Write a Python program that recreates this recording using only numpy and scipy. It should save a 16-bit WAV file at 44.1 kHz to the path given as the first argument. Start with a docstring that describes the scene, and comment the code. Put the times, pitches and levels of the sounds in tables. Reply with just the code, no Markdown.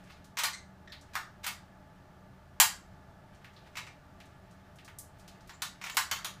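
"""An ironing board lies upside down on a carpet in a small dry room; a fridge and ventilation run throughout.
Sleeves rustle, the steel catch clacks and the pivot squeaks; a rod scrapes along and knocks the frame.
At 2.6 s the latch hits hardest, chattering on the perforated sheet and ringing the tube legs.
Light ticks and a small rattle of the rod's guide follow as the hands shift their grip.
From 5.5 s the release lever and pawl close the scene with a flurry of clacks, scrapes and thin squeaks."""
import sys
import numpy as np
from scipy import signal
from scipy.fft import rfft, irfft
from scipy.io import wavfile
from scipy.ndimage import uniform_filter1d

SR = 44100
rng = np.random.default_rng(int(sys.argv[2]) if len(sys.argv) > 2 else 0)


def log_audio(samples):
    """Write samples as a 16-bit WAV file to the path given in sys.argv[1]."""
    # one column per channel
    frames = np.atleast_2d(samples).T
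    # limit to full scale, then quantise
    limited = np.clip(frames, -1, 1)
    pcm = np.round(limited * 32767).astype(np.int16)
    wavfile.write(sys.argv[1], SR, pcm)


N = 282240
TOP_HZ = 15400
TIME = np.arange(N) / SR
FREQ = np.maximum(np.fft.rfftfreq(N, 1 / SR), 1)
BLOW_TIME = TIME[:SR // 2]  # the half second in which one blow dies away


def undb(db):
    """Decibels to gain."""
    return 10 ** (np.asarray(db) / 20)


def unit(x):
    """Scale to an rms of one."""
    return x / np.sqrt(np.mean(x ** 2))


def burst_level(x, db):
    """Scale a short sound so that its energy, packed into 10 ms, has this level."""
    return x * undb(db) * np.sqrt(SR / 100 / np.sum(x ** 2))


def add(track, start_s, x):
    """Mix a sound in at a time."""
    start = max(int(start_s * SR), 0)
    track[start:start + len(x)] += x[:max(N - start, 0)]


def curve(points, hz):
    """Read (Hz, value) points on a log-frequency axis."""
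    points_hz, values = np.transpose(points)
    return np.interp(np.log(hz), np.log(points_hz), values)


def bell(hz, centre_hz, octaves):
    """A hump of height one around a frequency."""
    return np.exp(-.5 * (np.log2(hz / centre_hz) / octaves) ** 2)


def colour(x, db_at, smooth_bins=61):
    """Causal EQ that gives a burst the broad spectrum db_at(Hz) and keeps its fine ripple."""
    spectrum = rfft(x)
    hz = np.maximum(np.fft.rfftfreq(len(x), 1 / SR), 1)
    broad = np.sqrt(np.abs(uniform_filter1d(np.abs(spectrum) ** 2, smooth_bins)) + 1e-18)
    cepstrum = irfft(np.log(undb(db_at(hz)) / broad))
    cepstrum[1:len(x) // 2] *= 2  # minimum phase keeps the attack sharp
    cepstrum[len(x) // 2 + 1:] = 0
    return irfft(spectrum * np.exp(rfft(cepstrum)))


def fade(t60):
    """Exponential decay that falls 60 dB in t60 seconds."""
    return np.exp(-np.log(1000) * BLOW_TIME / t60)


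def drift(turns_per_s):
    """A smooth random wander with an rms of one."""
    hold = int(SR / turns_per_s)
    steps = np.repeat(rng.standard_normal(N // hold + 1), hold)
    return unit(uniform_filter1d(steps, hold)[:N])


def noise_bed(spectrum_db):
    """Steady noise with this spectrum and an rms of one."""
    return unit(irfft(rfft(rng.standard_normal(N)) * undb(spectrum_db)))


# The dark rush of ventilation and fridge. Each row: frequency in Hz, relative level in dB.
AIR_SPECTRUM = [(18, -11), (30, -4), (62, -5.5), (80, -2.5), (130, -1.5), (190, -3.5), (230, -12),
                (480, -18), (850, -14), (1500, -18), (2300, -28), (5000, -34.5), (10000, -43),
                (16000, -43.5)]
# Duct and cabinet resonances. Each row: centre in Hz, width in Hz, boost or cut in dB.
DUCT_RESONANCES = [(282, 23, 6), (377, 34, 5.5), (606, 36, 9.5), (676, 42, 7), (861, 60, 8.5),
                   (1020, 150, -6.5), (1180, 50, 6.5), (1729, 50, 7)]
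# The hum of the motors. Each row: pitch in Hz, rms level in dB.
MOTOR_TONES = [(80, -66.5), (188.4, -66.5), (1707, -80)]


def machines(air_db=-56, waver_db=2.5, waver_hz=1.5):
    """Room tone: air rushing through ducts, and the unsteady hum of motors."""
    duct_db = sum(lift / (1 + (2 * (FREQ - hz) / width) ** 2) for hz, width, lift in DUCT_RESONANCES)
    air = noise_bed(curve(AIR_SPECTRUM, FREQ) + duct_db) * undb(air_db + 0.56 * drift(4))
    hum = np.zeros(N)
    for hz, db in MOTOR_TONES:
        gain = undb(db + waver_db * drift(8.3))
        phase = 2 * np.pi * np.cumsum(hz + waver_hz * drift(7.2)) / SR
        hum += gain * unit(np.sin(phase))
    return air + hum


# The room's short tail. Each row: frequency in Hz, seconds to fall 60 dB.
ROOM_DECAY = [(300, .22), (1200, .325), (3000, .265), (6000, .3), (10000, .225), (15000, .15)]


def room(x, wet_db=-4.7, build_s=0.0065, bands=9):
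    """Direct sound, then reflections from near walls and furniture; the carpet takes the treble first."""
    hz = np.maximum(np.fft.rfftfreq(len(BLOW_TIME), 1 / SR), 1)
    noise = rfft(rng.standard_normal(len(BLOW_TIME)))
    centres = np.geomspace(300, TOP_HZ, bands)
    tail = 0
    for centre, share in zip(centres, np.eye(bands)):
        band = irfft(noise * np.interp(np.log(hz), np.log(centres), share))
        tail += band * fade(curve(ROOM_DECAY, centre))
    tail *= 1 - np.exp(-(BLOW_TIME / build_s) ** 2)
    tail = colour(tail, lambda f: -3 / (1 + (9000 / f) ** 4), smooth_bins=201)
    echo = signal.fftconvolve(x, tail / np.sqrt(np.sum(tail ** 2)))[:N]
    wet = undb(wet_db)
    return (x + wet * echo) / np.sqrt(1 + wet ** 2)


# The hands shift their grip. Each row: start in seconds, end in seconds, rustle level in dB.
GRIP_SHIFTS = [(0, .2, -65), (1.01, 1.306, -68), (3.299, 3.946, -70), (4.15, 4.892, -74.5),
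               (5.154, 6.4, -69)]


def sleeves(still_db=-81, ease_s=0.19, grain_db=3.0):
    """Cloth and skin brush the board, swelling while the hands move and sinking when they rest."""
    brush = noise_bed(31 * bell(FREQ, 1700, 1.6))
    rustle_db = np.full(N, float(still_db))
    for start, end, moving_db in GRIP_SHIFTS:
        rustle_db[(TIME >= start) & (TIME < end)] = moving_db
    rustle_db = uniform_filter1d(rustle_db, int(ease_s * SR))
    return brush * undb(rustle_db + grain_db * drift(60))


def finger_touches(per_s=4, db=-66, spread_db=2, centre_hz=5400, spread_octaves=.3, width_octaves=1.0):
    """Moving fingers brush the steel at random: faint extra rows for ticks() in each shift of grip."""
    for start, end, _ in GRIP_SHIFTS:
        count = max(round((end - start) * per_s), 1)
        for k in range(count):
            loud, high = rng.standard_normal(2)
            when = start + (end - start) * (k + rng.random()) / count
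            yield when, db + spread_db * loud, centre_hz * 2 ** (spread_octaves * high), width_octaves


def contacts(chatter_s, count=7, fall_db=2.6):
    """A first impact, then ever weaker rebounds of the loose part, about half of chatter_s apart."""
    order = np.arange(count)
    when = (order + rng.uniform(-.3, .3, count) * (order > 0)) * chatter_s / 2
    pushes = np.zeros(len(BLOW_TIME))
    np.add.at(pushes, (when * SR).astype(int), undb(-fall_db * order))
    return pushes


def strike(chatter_s, ring_t60, crack_gain, crack_t60=0.022, ring_top_hz=7000):
    """Each contact lands on another spot: a bright crack and a fresh, duller ring of crowded modes."""
    energies = contacts(chatter_s) ** 2

    def excite(t60):
        power = signal.fftconvolve(energies, fade(t60) ** 2)  # unrelated rings add in power
        return rng.standard_normal(len(BLOW_TIME)) * np.sqrt(np.abs(power[:len(BLOW_TIME)]))
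    ring = signal.lfilter(*signal.butter(1, ring_top_hz, fs=SR), excite(ring_t60))
    return ring + crack_gain * excite(crack_t60)


# Small, distinct clicks of rod and spring.
# Each row: start in seconds, level in dB, centre in Hz, width in octaves.
ROD_TICKS = [(.120, -59, 4300, .85), (.244, -57.5, 4760, 1.5), (.921, -45, 4000, .42),
             (.925, -47.5, 1800, 1.2), (1.011, -58.5, 5970, 0.84), (3.444, -48.5, 1700, 1.2),
             (3.564, -56, 3870, 0.48), (4.202, -51.5, 2020, 1.5), (4.786, -52.5, 2300, 1.1),
             (4.847, -54.5, 5400, 1.2), (4.879, -48, 1450, 1.35), (4.9863, -41.2, 8800, 1.0),
             (5.196, -59, 5000, 1.5), (5.278, -51, 3700, 1.6), (5.474, -58.5, 4500, 2.2),
             (5.945, -44.5, 520, .6)]


def ticks(ring_t60=0.071, focus_db=28):
    """Light touches of rod, spring and fingers ring only a small part, briefly."""
    out = np.zeros(N)
    for start, db, centre_hz, octaves in [*ROD_TICKS, *finger_touches()]:
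        def tone(hz):
            low_cut_db = 30 / (1 + (hz / 600) ** 4)
            return focus_db * bell(hz, centre_hz, octaves) - low_cut_db
        tick = strike(chatter_s=0.0042, ring_t60=ring_t60, crack_gain=0.4)
        add(out, start, burst_level(colour(tick, tone), db))
    return out


# Dry steel chirps at the pivot. Each row: start in seconds, length in seconds, pitch in Hz,
# level in dB, fall per overtone in dB, wobble as a fraction of the pitch.
PIVOT_SQUEAKS = [(0.528, 0.029, 2112, -42, 2, 0.075), (0.572, 0.028, 2095, -58, 2, 0.051),
                 (0.873, 0.014, 1837, -49.5, 8, 0.089), (0.896, 0.012, 1840, -56, 5, .04),
                 (5.53, 0.036, 7250, -62.5, 20, 0.044), (5.908, 0.037, 7150, -52, 20, 0.051)]


def squeaks(harmonics=4):
    """The pivot sticks and slips fast: a wavering pitch with overtones."""
    out = np.zeros(N)
    for start, length, pitch_hz, db, fall_db, wobble in PIVOT_SQUEAKS:
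        n = int(length * SR)
        phase = 2 * np.pi * np.cumsum(pitch_hz * (1 + wobble * drift(1800)[:n])) / SR
        tone = sum(undb(-fall_db * k) * np.sin(k * phase)
                   for k in range(1, harmonics + 1) if k * pitch_hz < TOP_HZ)
        add(out, start, unit(tone) * undb(db) * signal.windows.tukey(n, .5))
    return out


# The tinny voice of the perforated sheet. Each row: frequency in Hz, relative level in dB.
SHEET_SPECTRUM = [(100, -32.5), (330, -23), (590, -13), (770, -3.5), (1100, 2.5), (1900, -1.97),
                  (2700, -2.5), (4800, -5.5), (7000, -6), (10000, -12), (13500, -12), (15500, -12)]


def sheet_db(hz):
    """The sheet's crowded modes merge into one broad colour, shared by scrapes and clacks."""
    return curve(SHEET_SPECTRUM, hz)


# The rod slides in its guide. Each row: start in seconds, length in seconds, level in dB.
ROD_SLIDES = [(1.133, 0.017, -49), (1.43, 0.029, -42), (3.774, 0.019, -49), (5.816, 0.082, -45.5),
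              (5.89, 0.1, -61), (6.13, 0.041, -49)]


def scrapes(grain_db=6, slips_per_s=600, ring_t60=0.041):
    """Dense uneven slips of the rod rattle the sheet, growing as it gathers speed."""
    out = np.zeros(N)
    n = len(BLOW_TIME)
    for start, length, db in ROD_SLIDES:
        slips = (rng.random(n) < slips_per_s / SR) * undb(grain_db * rng.standard_normal(n))
        slips *= np.sqrt(BLOW_TIME / length) * (BLOW_TIME < length)
        ring = rng.standard_normal(n) * fade(ring_t60)
        rattle = signal.fftconvolve(slips, ring)[:n]
        rattle = colour(rattle, lambda hz: sheet_db(hz) + 6 * bell(hz, 2540, 0.72), smooth_bins=301)
        add(out, start, rattle * undb(db) * np.sqrt(length * SR / np.sum(rattle ** 2)))
    return out


# The character of each named part at medium force. Each row: chatter in seconds, bass in dB,
# treble in dB, place (0 rings like the hard latch hit, 1 or more like the lever),
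# its own ring in Hz, that ring's boost in dB.
PART_VOICES = { "catch": (.007, -2.5, -3, 0.7, 1900, 2.5), "latch": (.007, -3.8, -1, 0, 850, 5),
               "stop": (.0009, 7.5, -1.5, 1.5, 1750, 6.5), "rod": (.0045, -0.5, 4.5, .65, 2300, 4.5),
               "guide": (.0045, -.5, -5, .6, 2250, 7.5), "pawl": (.0016, -3, 1, .2, 3600, 3),
               "lever": (.001, 1.3, -2, .92, 1740, 2.5)}
# The main hits on the frame. Each row: start in seconds, level in dB, the part that hits.
FRAME_HITS = [ (.371, -31.6, "guide"), (.387, -26.5, "catch"), (0.4354, -23.3, "catch"),
              (1.1535, -28.3, "stop"), (1.444, -38.5, "rod"), (1.465, -30, "rod"), (1.470, -34.5, "rod"),
              (2.600, -11.4, "latch"), (3.755, -42.5, "guide"), (3.7696, -34.5, "guide"),
              (3.867, -46.5, "guide"), (5.494, -45, "lever"), (5.62, -29.5, "pawl"),
              (5.814, -41.3, "guide"), (5.839, -36.5, "guide"), (5.863, -39, "guide"),
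              (5.9693, -20, "lever"), (6.113, -26.3, "lever"), (6.188, -44, "lever"),
              (6.246, -31.5, "pawl")]


def blows(medium_db=-30, treble_per_db=0.38, bass_per_db=0.09):
    """Each hit takes its part's voice; a harder blow is a shorter contact, so brighter and thinner."""
    for start, db, part in FRAME_HITS:
        chatter_s, bass_db, treble_db, place, part_hz, part_db = PART_VOICES[part]
        force_db = db - medium_db
        bass_db -= bass_per_db * force_db
        treble_db += treble_per_db * force_db
        yield start, db, chatter_s, bass_db, treble_db, place, part_hz, part_db


# The clear notes of frame and legs. Each row: pitch in Hz, relative level in dB when struck
# at the latch, relative level in dB when struck at the lever.
TUBE_MODES = [(821, -21, -48), (939, -26, -18.5), (1072, -17.5, -22.5), (1155, -21.5, -14),
              (1470, -23.5, -12.5), (1710, -32.5, -24), (1682, -24, -28), (1930, -32.5, -9),
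              (2128, -34.5, -10), (2693, -27, -35), (3090, -22, -33), (3500, -20.5, -26), (3680, -20, -19),
              (3776, -19, -26), (4000, -21, -32), (4730, -22.5, -33), (5512, -33, -14.5),
              (5660, -32.5, -17.5), (5950, -20, -37), (6200, -21, -37), (6400, -25.5, -23),
              (6693, -28.5, -16.5), (6920, -16, -34.5), (6916, -17.5, -27), (7245, -12.5, -29),
              (7763, -23.5, -25.5), (7891, -39.5, -21), (9118, -27, -38), (9456, -22.5, -32),
              (13600, -23, -42)]


def frame_rings(ring_db=-9.0, t60_at_1k=.21, damping=.19, prompt_gain=1.7, prompt_t60=.08):
    """The tubes ring after each blow, strongly, then faintly; where it lands decides which modes speak."""
    out = np.zeros(N)
    hz, latch_db, lever_db = np.transpose(TUBE_MODES)
    lingering = np.array([fade(t60_at_1k * (f / 1000) ** -damping) for f in hz])
    attack = 1 - fade(.012)
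    envelopes = (lingering + prompt_gain * fade(prompt_t60)) * attack
    waves = envelopes * np.exp(2j * np.pi * hz[:, None] * BLOW_TIME)
    for start, db, _, bass_db, _, place, _, _ in blows():
        place = np.clip(place, 0, 1)
        dull_db = max(bass_db, 0) * (hz > 3000)  # a heavy part barely wakes the high modes
        gains = undb(db + ring_db - dull_db + (1 - place) * latch_db + place * lever_db)
        phases = np.exp(2j * np.pi * rng.random(len(hz)))
        add(out, start, np.imag((gains * phases) @ waves))
    return out


def clacks(sheet_t60=0.11, uneven_db=2.5, groups=70):
    """Blows on the sheet; heavy parts bring bass, hard edges treble, and each part its own ring."""
    out = np.zeros(N)
    groups_hz = np.geomspace(700, TOP_HZ, groups)
    for start, db, chatter_s, bass_db, treble_db, _, part_hz, part_db in blows():
        favoured_db = uneven_db * rng.standard_normal(groups)  # each spot favours other groups of modes

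        def tone(hz):
            shelves_db = bass_db / (1 + (hz / 2200) ** 4) + treble_db / (1 + (8500 / hz) ** 6)
            own_ring_db = part_db * bell(hz, part_hz, .25)
            return sheet_db(hz) + shelves_db + own_ring_db + np.interp(hz, groups_hz, favoured_db)
        clack = strike(chatter_s, sheet_t60, crack_gain=0.86)
        add(out, start, burst_level(colour(clack, tone), db))
    return out


def scene():
    """The mono mix: handling goes through the room; tube rings and machines stay dry."""
    handling = clacks() + ticks() + scrapes() + squeaks() + sleeves()
    return (room(handling) + frame_rings() + machines())[None]


def record(dry):
    """A steep high cut takes off the very top."""
    return signal.sosfilt(signal.ellip(10, .2, 70, TOP_HZ, fs=SR, output="sos"), dry)


dry = scene()
out = record(dry)
log_audio(out)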